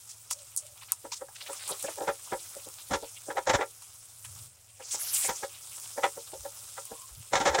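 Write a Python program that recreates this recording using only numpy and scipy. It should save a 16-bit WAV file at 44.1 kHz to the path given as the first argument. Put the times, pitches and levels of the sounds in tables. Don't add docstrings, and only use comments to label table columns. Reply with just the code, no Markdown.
import sys
import numpy as np
from scipy import signal
from scipy.fft import rfft, irfft
from scipy.io import wavfile

SR = 44100
rng = np.random.default_rng(int(sys.argv[2]) if len(sys.argv) > 2 else 0)


def bounce(signal):
    frames = np.transpose(np.atleast_2d(signal))
    limited = np.clip(frames, -1, 1)
    pcm = np.round(limited * 32767).astype(np.int16)
    wavfile.write(sys.argv[1], SR, pcm)


N = 335160

LEAD_S = 0.025
FIRM_DB = -32


def undb(db):
    return 10 ** (np.asarray(db) / 20)


def level(x, db=0):
    return x * undb(db) / np.sqrt(np.mean(x ** 2) + 1e-20)


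def add(out, s, x):
    i = int(np.clip(s * SR, 0, N - 1))
    out[i:i + len(x)] += x[:N - i]


def band(x, lo_hz, hi_hz, order=2):
    edges = np.clip([lo_hz, hi_hz], 10, SR * 0.48)
    return signal.sosfilt(signal.butter(order, edges, "band", fs=SR, output="sos"), x)


def colour(x, points, size=2048):
    hz, db = np.transpose(points)
    grid = np.maximum(np.arange(size // 2 + 1) * SR / size, 1)
    gain = undb(np.interp(np.log(grid), np.log(hz), db))
    cepstrum = irfft(np.log(gain))
    cepstrum[1:size // 2] *= 2
    cepstrum[size // 2 + 1:] = 0
    response = irfft(np.exp(rfft(cepstrum)))
    return signal.fftconvolve(x, response)[:len(x)]


def walk(rate, n=N):
    steps = rng.standard_normal(2000)
    return np.interp(np.arange(n) * rate / SR, np.arange(len(steps)), steps)


def grains(n, rate, spread_db):
    chance = rng.uniform(-1, 1, n)
    at = np.flatnonzero(np.abs(chance) < rate / SR)
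    rarity = np.minimum(-np.log(np.abs(chance[at]) * SR / rate), 6)
    clicks = np.zeros(n)
    clicks[at] = np.sign(chance[at]) * undb(spread_db * rarity)
    return level(clicks)


def fade(t, t60):
    return undb(-60 * t / t60)


def swell(start, end, edge):
    t = np.arange(int(max(end - start, edge) * SR) + 1) / SR
    to_nearest_end = np.minimum(t, t[-1] - t)
    return np.sin(np.pi / 2 * np.clip(to_nearest_end / edge, 0, 1))


def bubbling(edges, rate, spread_db, flicker_db, flicker_rate):
    total = np.zeros(N)
    for lo_hz, hi_hz in zip(edges, edges[1:]):
        ringing = band(grains(N, rate, spread_db), lo_hz, hi_hz)
        total += ringing * undb(flicker_db * walk(flicker_rate))
    return level(total)


def pops():
    t = np.arange(SR // 50) / SR
    tick = rng.standard_normal(len(t)) * (fade(t, 0.0015) + undb(-13) * fade(t, 0.03))
    ticks = signal.fftconvolve(grains(N, rate=120, spread_db=2.5), tick)[:N]
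    return level(colour(ticks, [(2000, -20), (5000, -28), (9500, 17), (12000, 6), (15800, -27)]))


def wetness():
    # start of a turn in seconds, rustle in dB relative to the sizzle.
    turns = [(1.36, 1), (4.78, -3.5)]
    rise_s, drying_s = 0.023, 0.68
    resting_db = -14
    t = np.arange(N) / SR
    fresh = np.zeros(N)
    for s, db in turns:
        rise = np.clip((t - s) / rise_s, 0, 1)
        drying = np.exp(-np.maximum(t - s, 0) / drying_s)
        fresh += undb(db) * rise * drying
    return np.hypot(undb(resting_db), fresh)


def sizzle():
    # frequency in Hz, level in dB.
    oil_tone = [(500, -14.5), (900, -10), (1350, -6.5), (1800, -18.5), (2400, -13), (3400, -9), (4400, -9),
                (5100, -2.5), (6200, -1.5), (7600, 2.5), (8900, 3.5), (10500, -2.5), (12000, -7),
                (15800, -6.5)]
    rustle_tone = [(200, -25.5), (500, -6), (1200, -2), (1750, -6.5), (2500, 0.5), (3600, 1.5), (5000, -2),
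                   (9000, -25)]
    spray_tone = [(7000, -41), (10500, -38), (13000, -7), (15800, 11)]
    # time in seconds, level of the oil in dB.
    heat = [(0, -51), (1.28, -53), (1.5, -47), (1.85, -43), (2.17, -47.5), (2.4, -44.5), (3.1, -48.5),
            (3.7, -51.5), (4.18, -51.5), (4.421, -46), (4.51, -58), (4.8, -57), (5.0, -41), (5.55, -48),
            (5.8, -43.5), (6.35, -47.5), (6.6, -45), (7.25, -50)]
    heat_db = np.interp(np.arange(N) / SR, *np.transpose(heat))
    fine, coarse = np.linspace(300, 16500, 8), np.geomspace(300, 9000, 8)

    bubbles = bubbling(fine, rate=2600, spread_db=1.5, flicker_db=3.5, flicker_rate=51)
    crackle = grains(N, rate=380, spread_db=2.5)
    oil = level(colour(bubbles + level(crackle, -4), oil_tone))

    squelch = bubbling(coarse, rate=1100, spread_db=1, flicker_db=8, flicker_rate=40)
    squelch = squelch + level(grains(N, rate=300, spread_db=4), -2)
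    squelch = squelch * undb(2 * walk(30))
    rustle = level(colour(squelch, rustle_tone)) * wetness()

    droplets = grains(N, rate=13000, spread_db=2)
    spray = level(colour(droplets, spray_tone), -30.5) * undb(5.2 * walk(12))
    ticks = level(pops(), -15)
    return (oil + rustle + spray + ticks) * undb(heat_db + 0.2 * walk(8.9))


def kitchen():
    # frequency in Hz, level in dB.
    room_tone = [(25, -7), (60, -20.5), (110, -22), (160, -14.5), (300, -20.5), (600, -11.5), (1300, -17.5),
                 (2500, -16), (8000, -28.5)]
    hum_hz = 109 * (1 + 0.03 * walk(25))
    hum = level(np.sin(2 * np.pi * np.cumsum(hum_hz) / SR), -69)
    drone = level(band(rng.standard_normal(N), 73, 119), -69.5)
    room = level(colour(rng.standard_normal(N), room_tone), -69.5)
    return hum + drone + room


def flares():
    # start in seconds, length in seconds, level in dB, centre of the hiss in Hz.
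    bursts = [(0.088, .035, -46, 7500), (0.302, 0.038, -34, 7040), (0.809, 0.032, -51, 2920),
              (0.88, 0.041, -54, 2630), (1.116, 0.032, -37, 6000), (1.142, .043, -46.5, 6100),
              (1.353, 0.017, -47, 4600), (1.403, 0.019, -43.5, 3320), (1.459, 0.039, -48, 2600),
              (1.513, 0.03, -44, 8600), (1.686, 0.036, -35.5, 9650), (1.824, 0.046, -40.5, 7400),
              (4.242, 0.027, -51.5, 3040), (4.795, 0.67, -45, 6600), (4.908, 0.054, -34, 7200),
              (4.985, 0.32, -38.5, 10900), (4.993, 0.32, -42, 13400), (5.126, 0.16, -29.5, 8660)]
    half_width_hz = 3340 / 2
    out, edges = np.zeros(N), np.geomspace(600, 16500, 10)
    source = bubbling(edges, rate=5800, spread_db=2.5, flicker_db=5.5, flicker_rate=55)
    source = source + undb(-12) * grains(N, rate=500, spread_db=2.5)
    for start, length, db, hz in bursts:
        gate = swell(start, start + length, edge=0.0039 + 0.1 * length)
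        stretch = source[int(start * SR):][:len(gate)]
        main = level(band(stretch, max(hz - half_width_hz, 800), hz + half_width_hz))
        wide = level(band(stretch, 1800, 22000), -10.5)
        add(out, start, level(gate * (main + wide), db))
    return out


def tones(table, width):
    out, noise = np.zeros(N), rng.standard_normal(N)
    for start, end, hz, db in table:
        gate = swell(start, end, edge=(end - start) / 2)
        stretch = np.roll(noise, -int(start * SR))[:SR]
        tone = band(stretch, hz / (1 + width / 2), hz * (1 + width / 2))
        add(out, start, level(gate * tone[-len(gate):], db))
    return out


def squeaks():
    # start in seconds, end in seconds, pitch in Hz, level in dB.
    squeak_table = [(.3, .47, 580, -65), (.58, .75, 585, -65), (6.86, 7.12, 1053, -60)]
    return tones(squeak_table, width=0.099)


def spits():
    # start in seconds, level of the snap in dB, then the pan's ping and the spatter,
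    # both in dB relative to the snap.
    drops = [(.31, -27, -7.5, -5), (0.5632, -27, -36, -5.5), (0.5734, -29.5, -31, 3),
             (.8225, -56, 5.5, -12), (.92, -17.5, -18, -18), (1.1201, -48, 10, -16), (1.131, -51, 6, -3),
             (1.5307, -35.5, -7.5, -4), (1.6774, -33.5, -16, -2), (1.8267, -30, -27, -17),
             (3.821, -50.5, -1.5, 4), (4.248, -44, -4, 0.5), (6.853, -36.5, -22, -12)]
    # (Hz, dB)
    snap_tone = [(1500, -79), (4500, -11), (6000, -15), (8200, 6.5), (10500, 2), (15500, -7.5)]
    ping_tone = [(400, -10.5), (700, 4.5), (950, 21), (1300, 15),
                 (1700, 3), (2800, 8.5), (5000, 4), (9000, -15)]
    spatter_tone = [(1500, -54), (4500, 2), (5500, 9.5), (8500, 17), (10500, 13), (15500, -46)]
    out, t = np.zeros(N), np.arange(SR // 10) / SR
    first = 3 * SR // 1000
    for s, db, ping_db, spatter_db in drops:
        noise = rng.standard_normal((3, len(t)))
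        snap = colour(noise[0] * fade(t, 0.0082), snap_tone)
        ping = colour(noise[1] * fade(t, 0.029), ping_tone)
        spatter = colour(noise[2] * fade(t, 0.098), spatter_tone)
        for part, part_db in [(snap, 0), (ping, ping_db), (spatter, spatter_db)]:
            add(out, s, part * undb(db + part_db) / part[:first].std())
    return out


def blow(db, clang_db, contact, scrape_db, rock_db, ring_share=1):
    # frequency in Hz, level in dB, seconds to fall by 60 dB.
    pan_modes = [(317, -17.5, 0.11), (346.3, -27.5, 0.32), (398.6, -13, 0.13), (467, -3.5, 0.13),
                 (523, 3.5, 0.1), (556, 0, 0.12), (614, -14, 0.12), (698, -12, 0.05), (801.4, 2.5, 0.073),
                 (894, -1, 0.11), (953, -0.5, 0.091), (1015, -5.5, 0.1), (1240, -5, 0.067),
                 (1361, -1.5, 0.094), (1380, -17, .05), (1724, -5.5, 0.045), (1790, -39, 0.078),
                 (1674, 3, 0.029), (1882, -2.5, 0.017), (1940, -27, 0.057), (2150, -8, 0.038)]
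    # frequency in Hz, level in dB.
    clatter_tone = [(40, -9.5), (80, -19), (170, -21.5), (250, -23.5), (310, -1.5), (550, -2), (900, 1.5),
                    (1900, 1.5), (2350, -4), (2800, -10), (3500, -1.5), (4700, -7.5), (5500, -1),
                    (7400, -1), (8500, -13.5), (14000, -35)]
    t = np.arange(SR // 6) / SR
    lead, first = int(LEAD_S * SR), SR // 50
    since = t - lead / SR

    attack = 0.0058 / (1 + undb(clang_db - 8) ** 4)
    rise = np.exp(np.minimum(since - attack / 2, 0) / max(attack, 0.0005))
    release = np.exp(-(np.maximum(since, 0) / max(contact, 0.001)) ** 2)
    force = grains(len(t), rate=1500, spread_db=2.5) * rise * release
    force[lead] += np.linalg.norm(force) * np.exp(-attack / 0.0056)

    hz, mode_db, t60 = np.transpose(pan_modes)[:, :, None]
    chance = rng.standard_normal((3, len(pan_modes), 1))
    gain = undb(mode_db + 0.9 * chance[0]) * np.sign(chance[1])
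    waves = np.sin(2 * np.pi * hz * (1 + 0.0047 * chance[2]) * t)
    modes = gain * fade(t, t60 * ring_share) * waves
    ring = signal.fftconvolve(force, modes.sum(axis=0))[:len(t)]

    energy = signal.fftconvolve(force ** 2, fade(t, 0.06) ** 2)[:len(t)]
    shaking = np.sqrt(np.abs(energy))
    clatter = colour(rng.standard_normal(len(t)) * shaking, clatter_tone)
    chatter_db = -0.5 + 0.27 * (db - FIRM_DB)
    x = level(ring) + level(clatter, chatter_db)

    top_hz = np.clip(2680 * undb(0.28 * clang_db), 1100, 5000)
    rock = band(x, 35, 270, order=4)
    thud = band(x, 270, 720, order=4)
    clang = band(x, 700, top_hz, order=4)
    scrape = band(x, 2600, 12500, order=4)
    parts = [(thud + undb(rock_db) * rock, db),
             (clang, db + clang_db),
             (scrape, db + clang_db + scrape_db)]
    return sum(part * undb(part_db) / part[lead:lead + first].std() for part, part_db in parts)


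def knocks():
    # time in seconds, thud in dB, hardness (clang in dB relative to the thud).
    pushes = [(1.051, -45, -4), (1.213, -38.5, -10), (1.285, -64.5, 10), (1.493, -41.5, -5.5),
              (1.708, -39.5, -10), (1.843, -36, -10), (1.883, -39, -5), (1.979, -41.5, -8),
              (2.003, -33.5, -12.5), (2.028, -38.5, -8.5), (2.0773, -30.5, 1), (2.322, -33.5, -2.5),
              (2.564, -44.5, -29), (2.671, -48, -32), (3.026, -40.5, -15), (3.283, -38.5, -13.5),
              (3.303, -40.5, 3), (3.351, -43.5, -17), (3.37, -32.5, 2.5), (3.586, -34, -4),
              (3.608, -33, 2.5), (4.803, -47.5, -6), (4.942, -47, -2), (5.244, -44, -4),
              (5.43, -37.5, -0.5), (5.976, -34, -5.5), (6.034, -29.5, 5.5), (6.171, -41, -11.5),
              (6.333, -43, -13), (6.451, -39, -9.5), (6.778, -47, 5), (6.916, -42, -12.5)]
    # time in seconds, thud in dB, hardness as above, contact time in seconds.
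    strikes = [(2.908, -33.5, -3, 0.023), (2.934, -31, 1.5, 0.017), (3.47, -28.5, -2.5, 0.023),
               (3.495, -27, 1.5, 0.01), (3.536, -29, -0.5, 0.0059), (3.547, -30.5, 3, 0.0079),
               (5.289, -35.5, 3, 0.018), (7.332, -28.5, 1, 0.011), (7.354, -33.5, 8.5, 0.024),
               (7.401, -33.5, 3, 0.035), (7.454, -28.5, 2.5, 0.024), (7.474, -30, 3, 0.021),
               (7.515, -37.5, -2.5, 0.093), (7.546, -32, 5, .008), (7.586, -28, -0.5, 0.007)]
    out = np.zeros(N)
    for s, db, clang_db in pushes:
        contact = 0.018 * undb(0.58 * (db - FIRM_DB))
        push = blow(db, clang_db, contact, scrape_db=-17, rock_db=-4.5, ring_share=0.86)
        add(out, s - LEAD_S, push)
    for s, db, clang_db, contact in strikes:
        strike = blow(db, clang_db, contact, scrape_db=-6, rock_db=3.5)
        add(out, s - LEAD_S, strike)
    return out


def bumps():
    # start in seconds, end in seconds, pitch in Hz, level in dB.
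    bump_table = [(2.895, 2.98, 79, -48), (3.46, 3.6, 84, -47.5), (4.2, 4.55, 104.4, -56),
                  (6.34, 6.45, 61.6, -57), (7.08, 7.19, 63, -56.5), (7.165, 7.23, 109, -50.5),
                  (7.435, 7.55, 67, -46)]
    return tones(bump_table, width=0.35)


def reflections(x):
    t = np.arange(SR // 3) / SR
    walls = band(rng.standard_normal(len(t)), 290, 6000) * fade(t, 0.1) * (t > 0.004)
    return signal.fftconvolve(x, walls / np.linalg.norm(walls))[:N]


def scene():
    pan = sizzle() + flares() + squeaks() + spits() + knocks()
    tail = undb(-19) * reflections(pan)
    mix = pan + tail + bumps() + kitchen()
    return mix[None]


def record(dry):
    return signal.sosfilt(signal.ellip(10, 0.2, 75, 15850, fs=SR, output="sos"), dry)


dry = scene()
out = record(dry)
bounce(out)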